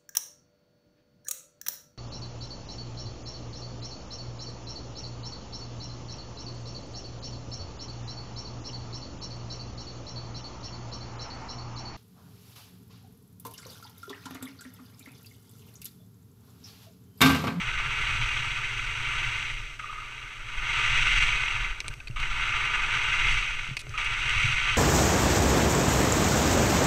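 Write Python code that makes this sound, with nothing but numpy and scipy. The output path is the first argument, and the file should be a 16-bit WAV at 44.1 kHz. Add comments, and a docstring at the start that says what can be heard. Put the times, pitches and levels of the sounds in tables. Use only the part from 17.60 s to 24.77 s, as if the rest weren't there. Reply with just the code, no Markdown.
"""Skiing down firm snow

A skier runs down firm snow, heard by a body-worn camera in a plastic housing. The edges scrape through the
turns as filtered grains and noise, bite in narrow bands, and fall quiet when the skis are unweighted.
Gear clicks and rattles as short ringing bursts. Wind and body shake are shaped noise and decaying sines;
the housing's resonances colour the scrape, the gear and the rush of air."""
import sys
import numpy as np
from scipy import signal
from scipy.fft import rfft, irfft
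from scipy.io import wavfile

SR = 44100
rng = np.random.default_rng(int(sys.argv[2]) if len(sys.argv) > 2 else 0)


def output_pcm(signal):
    """Save a mono or channel-first signal as 16-bit PCM at the path in sys.argv[1].

    Samples are clipped to [-1, 1] before scaling.
    """
    pcm = np.clip(np.atleast_2d(signal).T, -1, 1) * 32767
    wavfile.write(sys.argv[1], SR, np.round(pcm).astype(np.int16))


N = 316197
HZ = np.fft.rfftfreq(N, 1 / SR)
TIME = np.arange(N) / SR

# One curve per turn, from setting the edge to unweighting. Each row: time in seconds, edge pressure as
# level in dB, firmness of the crust in dB.
TURN_CURVES = [
    [(0.0, -32.5, 1.5), (0.25, -33, 2), (0.45, -30.5, 1), (0.75, -31, -1), (1.02, -33.5, -.5),
     (1.33, -34, -0.5), (1.62, -31, 0.5), (1.86, -34, -2.5), (2.16, -46, -4)],
    [(2.195, -44, -1.5), (2.42, -43, 1.5), (2.84, -43.5, 1), (3.04, -34, 2.5), (3.16, -27.5, 0),
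     (3.6, -24.5, -3), (3.8, -29.5, 0), (4.05, -33, 1), (4.21, -46.5, 2.5)],
    [(4.6, -34.5, 0), (4.7, -34.5, 1.5), (4.8, -30.5, 2.5), (5.15, -30.5, 3), (5.58, -28, 0.5),
     (5.72, -25.5, -2), (5.97, -36, -1.5), (6.08, -36.5, -1.5), (6.15, -46.5, -2)],
    [(6.378, -32, 0.5), (6.6, -30.5, 0.5), (6.72, -27.5, -1), (6.85, -26.5, -3.5), (7.0, -29, -1),
     (7.08, -26.5, 0.5), (7.17, -28.5, -2.5)],
]


def scrape(shell_db, pressure_db, grains_per_s=3400, spread_db=1.2, hiss_db=-3, chatter_rms_db=0.84,
           patchy_rms_db=0.92, spray_grit=0.7):
    """Crust breaks in countless grains under the chattering edges and throws up a smoother spray of powder."""
    # Scraped snow. Each row: frequency in Hz, spectrum level in dB per Hz.
    snow = [(200, -14), (480, -21), (750, -11.5), (1100, -13), (1700, -3), (2400, -1.5), (3200, 2),
            (4200, -16.5), (5200, -20.5), (7200, -22), (9500, -30), (15000, -50.5)]
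    # Layers following edge pressure. Each: level in dB at a steady glide, dB gained per dB of pressure.
    body_law = (-38, 0.92)
    spray_law = (-49, 0.87)
    spray_per_crust = -0.3  # dB per dB: firm crust gives more body and less powder

    sizes = gain_of(spread_db * np.minimum(rng.exponential(1, N), 5))
    signed_sizes = sizes * rng.choice([-1, 1], N)
    grains = evened(signed_sizes * (rng.random(N) < grains_per_s / SR))
    hiss = rng.standard_normal(N)
    chatter_db = chatter_rms_db * wobble(18, 100)

    timbre_db = read(snow) + shell_db
    crunch = colour((grains + gain_of(hiss_db) * hiss) * gain_of(chatter_db), timbre_db)
    powder = colour((spray_grit * grains + hiss) * gain_of(0.5 * chatter_db), timbre_db)

    # each range of the ski's vibration swells on its own as clumps pass under it
    ranges_hz = [(100, 1290), (1290, 1750), (1750, 2400), (2400, 4600)]
    deep, low, mid, high = (
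        band(crunch, *limits) * gain_of(patchy_rms_db * wobble(5.9, 81)) for limits in ranges_hz)
    fine = band(powder, 4600, 20000)

    firmness_db = crust()
    body_db = driven(pressure_db, body_law) + firmness_db
    spray_db = driven(pressure_db, spray_law) + spray_per_crust * firmness_db
    parts = [(deep + low, body_db), (mid + high, pressure_db), (fine, spray_db)]
    return sum(evened(x) * gain_of(db) for x, db in parts)


def edge_pressure(uneven_rms_db=0.7, slow_hz=9, fast_hz=24):
    """Level in dB of the skis' grip: powers of turns and scuffs add to a light glide on uneven snow."""
    # A ski slaps down or breaks through crust. Each row: start in seconds, length in seconds, level in dB.
    scuffs = [(2.189, .025, -41), (3.37, .03, -26), (3.622, 0.022, -25.5), (4.242, 0.049, -44.5),
              (4.301, 0.048, -46.5), (4.56, 0.036, -36), (4.591, 0.057, -34.5), (4.995, .03, -30.5),
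              (5.135, .035, -31), (5.338, .035, -28.5), (6.218, 0.092, -53), (6.301, 0.037, -44),
              (6.336, 0.039, -38), (6.38, 0.09, -37.5)]
    grip_db_per_s, release_db_per_s = 3000, 400
    unweighted_db, scuff_attack_s = -56.5, 0.0013

    power = gain_of(unweighted_db) ** 2
    for turn in TURN_CURVES:
        s, db, _ = np.transpose(turn)
        before_db = grip_db_per_s * np.maximum(s[0] - TIME, 0)
        after_db = release_db_per_s * np.maximum(TIME - s[-1], 0)
        power = power + gain_of(np.interp(TIME, s, db) - before_db - after_db) ** 2
    for s, length_s, db in scuffs:
        t = np.arange(0, length_s, 1 / SR)
        onset = 1 - np.exp(-t / scuff_attack_s)
        add(power, s, (gain_of(db) * onset) ** 2 * (1 - (t / length_s) ** 2))
    return 10 * np.log10(power) + uneven_rms_db * wobble(slow_hz, fast_hz)


def crust():
    """Firmness of the snow under the skis in dB, interpolated through all turns."""
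    s, _, db = np.vstack(TURN_CURVES).T
    return np.interp(TIME, s, db)


def driven(pressure_db, law):
    """Level in dB of a layer that follows the edge pressure."""
    cruise_db = -31.5  # edge pressure of a steady glide
    level_db, slope = law
    return level_db + slope * (pressure_db - cruise_db)


def bites(rough_rms_db=4.0, attack_s=0.0018):
    """A freshly set edge sticks and slips, singing in one narrow noise band as it fades."""
    # Each row: start in seconds, length in seconds, level in dB, centre in Hz, -6 dB width in Hz.
    bite_rows = [(2.191, 0.019, -43, 1480, 260), (2.193, 0.31, -46.5, 1250, 160),
                 (2.288, 0.15, -46.5, 1228, 80), (4.3, 0.05, -50, 1510, 120),
                 (4.402, 0.022, -49, 1510, 170), (4.561, 0.043, -41, 1220, 160),
                 (6.335, 0.068, -44, 1260, 180)]
    out = np.zeros(N)
    for s, length_s, db, hz, width_hz in bite_rows:
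        t = np.arange(0, length_s, 1 / SR)
        ring_db = -20 * np.log10(1 + (2 * (HZ - hz) / width_hz) ** 2)
        ring = noise(ring_db)[:len(t)]
        envelope = (1 - np.exp(-t / attack_s)) * np.sqrt(1 - (t / length_s) ** 2)
        add(out, s, gain_of(db) * evened(ring * envelope))
    return out * gain_of(rough_rms_db * wobble(11, 90))


def gear(shell_db, shell_share=0.3, rattle_fade_db=4, rattle_ring_db=6, rattle_ring_width=0.3):
    """Single knocks and one ratcheting run of ticks, heard through the housing."""
    # Skis, bindings, poles and buckles knocking. Each row: start in seconds, level in dB,
    # brightness in dB per octave, decay in seconds, ring of the part in Hz.
    clicks = [(4.2037, -22, 0, 0.0023, 6250), (4.2138, -36, -5.5, 0.0018, 5600),
              (4.244, -40, -7, .008, 2320), (4.2816, -21, 1.5, 0.001, 8900), (4.286, -31, 0, 0.0026, 8400),
              (4.3387, -33, 0.5, 0.0018, 13000), (4.402, -35, -4, 0.0055, 2600),
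              (4.4727, -31, -0.5, 0.0036, 2500), (4.481, -33, 0, 0.002, 4500),
              (4.5105, -39, 0, 0.0024, 2720), (4.601, -23.5, -1, 0.0011, 4350),
              (5.342, -31, -4, 0.0018, 8750), (6.168, -23.5, 0.5, 0.0056, 2480),
              (6.173, -32, -0.5, 0.0034, 4500), (6.1913, -43, -2, 0.022, 2500),
              (6.2682, -34, -8, 0.0023, 1400), (6.293, -39, 1, 0.003, 6270),
              (6.377, -31, -0.5, 0.008, 2400), (6.446, -36, 2, .006, 9000), (6.6943, -30, 2, .003, 7860)]
    # One rattle: start in seconds, length in seconds, ticks per second, level in dB,
    # brightness in dB per octave, decay in seconds, ring in Hz.
    rattle = (6.1926, .026, 220, -33.5, 2.5, .002, 9200)
    # Knocked gear. Each row: frequency in Hz, spectrum level in dB per Hz.
    knock = [(100, -16), (350, -4.5), (700, -4), (1400, -2), (2400, 10), (3300, 4.5), (4500, 2.5),
             (6000, -5.5), (9000, -9.5), (11000, -17), (15000, -26)]

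    out = np.zeros(N)
    body_db = read(knock) + shell_share * shell_db
    for s, *blow in clicks:
        add(out, s, click(body_db, *blow))
    start_s, length_s, ticks_per_s, db, *tick = rattle
    for t in np.arange(0, length_s, 1 / ticks_per_s):
        tick_db = db - rattle_fade_db * t / length_s
        add(out, start_s + t, click(body_db, tick_db, *tick, rattle_ring_db, rattle_ring_width))
    return out


def click(body_db, db, bright_db, decay_s, ring_hz, ring_db=12, ring_width=0.099):
    """A hard contact: one crack, then tiny impacts that die in milliseconds and ring the part they strike."""
    crack = 2.2  # first impact relative to the next ones
    envelope = np.exp(-TIME[:4096] / decay_s)
    impacts = np.r_[crack, rng.choice([-1, 1], len(envelope) - 1)] * envelope
    tilt_db = bright_db * np.log2(np.maximum(HZ, 500) / 4000)
    # ring_width is a fraction of ring_hz
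    peak_db = ring_db / (1 + (2 * (HZ / ring_hz - 1) / ring_width) ** 2)
    sound = colour(impacts, body_db + tilt_db + peak_db)
    # same energy as the bare envelope at this level
    return gain_of(db) * sound * np.linalg.norm(envelope) / np.linalg.norm(sound)


def jolts():
    """Sudden moves of the body set the mount swinging for a few cycles: decaying sines."""
    # Each row: start in seconds, level in dB, frequency in Hz, decay in seconds.
    jolt_rows = [(4.5, -27.5, 120, 0.017), (6.089, -33, 134, 0.024), (6.112, -27.5, 132, 0.014)]
    out, t = np.zeros(N), TIME[:SR // 6]
    for s, db, hz, decay_s in jolt_rows:
        add(out, s, -gain_of(db) * np.sin(2 * np.pi * hz * t) * np.exp(-t / decay_s))
    return out


def wind(shell_db, pressure_db, air_db=-56, air_follow=0.32, shake_rms_db=1.9, eddy_rms_db=0.5):
    """Eddies push on the housing, shake its mount and leave a faint rush of air; all grow with edge pressure."""
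    # Spectra of eddies, mount and air. Each row: frequency in Hz, level in dB per Hz.
    buffet = [(5, -1.5), (18, 0), (36, -2.5), (50, -13), (70, -21.5), (110, -37), (200, -34.5), (600, -84)]
    mount = [(50, -6.5), (85, -7.5), (105, -2.5), (120, 2.5), (135, -5.5), (160, -16.5), (200, -46),
             (400, -36), (900, -86)]
    air = [(100, -10), (250, 2), (420, -8.5), (600, 1), (1000, -25), (2500, -19.5), (5000, -16),
           (9000, -16.5), (15000, -24)]
    # Each law: level in dB at a steady glide, dB gained per dB of pressure.
    buffet_law = (-37.5, 0.68)
    drone_law = (-45.5, 0.71)
    # Gusts on the microphone, bumpy snow shaking the mount. Each row: centre in seconds,
    # half width in seconds (to 1/e), lift in dB.
    gusts = [(.5, 0.43, 2.5), (2.0, 0.092, 6.5), (2.97, 0.047, 11), (3.6, 0.27, 3), (4.15, 0.18, 9),
             (4.62, 0.19, 10), (5.75, 0.16, 4.5), (6.8, 0.21, 4.5)]
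    bumps = [(.55, 0.39, 9), (1.55, 0.39, 6), (3.3, 0.054, 4.5), (4.3, 0.077, 12), (6.3, 0.049, 12.5),
             (6.85, 0.11, 10.5)]
    still_db = -43.5  # below this pressure wind and shake fall no further

    effort_db = np.maximum(pressure_db, still_db)
    buffet_db = driven(effort_db, buffet_law) + swells(gusts) + eddy_rms_db * wobble(0.67, 7.6)
    drone_db = driven(effort_db, drone_law) + swells(bumps)
    rumble = noise(read(buffet)) * gain_of(buffet_db)
    shake = noise(read(mount)) * gain_of(drone_db + shake_rms_db * wobble(8.1, 27))
    rush_db = air_db + air_follow * (drone_db - drone_db.mean())
    rush = noise(read(air) + shell_db) * gain_of(rush_db)
    return rumble + shake + rush


def swells(rows):
    """Bell-shaped lifts in dB."""
    return sum(db * np.exp(-((TIME - s) / width_s) ** 2) for s, width_s, db in rows)


def housing():
    """Gain in dB of the camera's plastic shell: a sum of resonance peaks."""
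    # Each row: frequency in Hz, width in Hz, lift in dB.
    resonances = [(374, 118, 9.5), (427.6, 24, 11.5), (950, 210, 14.5), (1198, 115, 15.5), (1357, 184, 14),
                  (1517, 146, 12.5), (1733, 51, 7.5), (1946, 195, 8.5), (2118, 180, 13), (2289, 121, 12),
                  (2515, 132, 13.5), (2774, 223, 12), (3090, 53, 4), (3350, 110, 4.5), (3912, 450, 11),
                  (4540, 275, 9.5), (5650, 620, 7), (6190, 710, 11), (8016, 780, 10.5), (11491, 400, 2)]
    return sum(db / (1 + (2 * (HZ - hz) / width_hz) ** 2) for hz, width_hz, db in resonances)


def gain_of(db):
    """Decibels to amplitude."""
    return 10 ** (np.asarray(db) / 20)


def evened(x):
    """Scales to rms 1."""
    return x / np.sqrt(np.mean(x ** 2) + 1e-20)


def read(points):
    """A spectrum in dB on the frequency grid, interpolated over log frequency."""
    hz, db = np.transpose(points)
    return np.interp(np.log(HZ + 1), np.log(hz + 1), db)


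def add(mix, s, sound):
    """Mixes a sound in at time s in seconds."""
    part = mix[round(s * SR):][:len(sound)]
    part += sound[:len(part)]


def colour(x, db, size=8192):
    """Causal minimum-phase filter with the given gain: its resonances ring after each impulse."""
    log_gain = np.log(gain_of(np.interp(np.fft.rfftfreq(size, 1 / SR), HZ, db)))
    circle = np.r_[log_gain, log_gain[-2:0:-1]]
    response = np.exp(np.conj(signal.hilbert(circle)))
    taps = np.fft.ifft(response).real[:size // 2]
    return signal.oaconvolve(x, taps)[:len(x)]


def band(x, lo_hz, hi_hz):
    """The part of x between two frequencies, with steep, smooth edges."""
    return irfft(rfft(x) * (below(hi_hz) - below(lo_hz)), N)


def below(hz, order=12):
    """Low-pass weights on the frequency grid."""
    return 1 / (1 + (HZ / hz) ** order)


def noise(db):
    """Noise of rms 1 with the given spectrum."""
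    return evened(irfft(rfft(rng.standard_normal(N)) * gain_of(db), N))


def wobble(slow_hz, fast_hz):
    """Random unevenness of rms 1, about equally strong in each octave between two rates."""
    weight = (below(fast_hz) - below(slow_hz)) / np.sqrt(HZ + 1)
    return evened(irfft(rfft(rng.standard_normal(N)) * weight, N))


def scene():
    """Skis, gear and wind at one microphone."""
    shell_db, pressure_db = housing(), edge_pressure()
    skis = scrape(shell_db, pressure_db) + bites()
    knocks = gear(shell_db) + jolts()
    return (skis + knocks + wind(shell_db, pressure_db))[None]


def record(dry):
    """The camera's band limit: a linear-phase low-pass."""
    edge_hz = 15200
    taps = signal.firwin(511, edge_hz, window=("kaiser", 9), fs=SR)
    return signal.oaconvolve(dry, taps[None], "same")


dry = scene()
out = record(dry)
output_pcm(out)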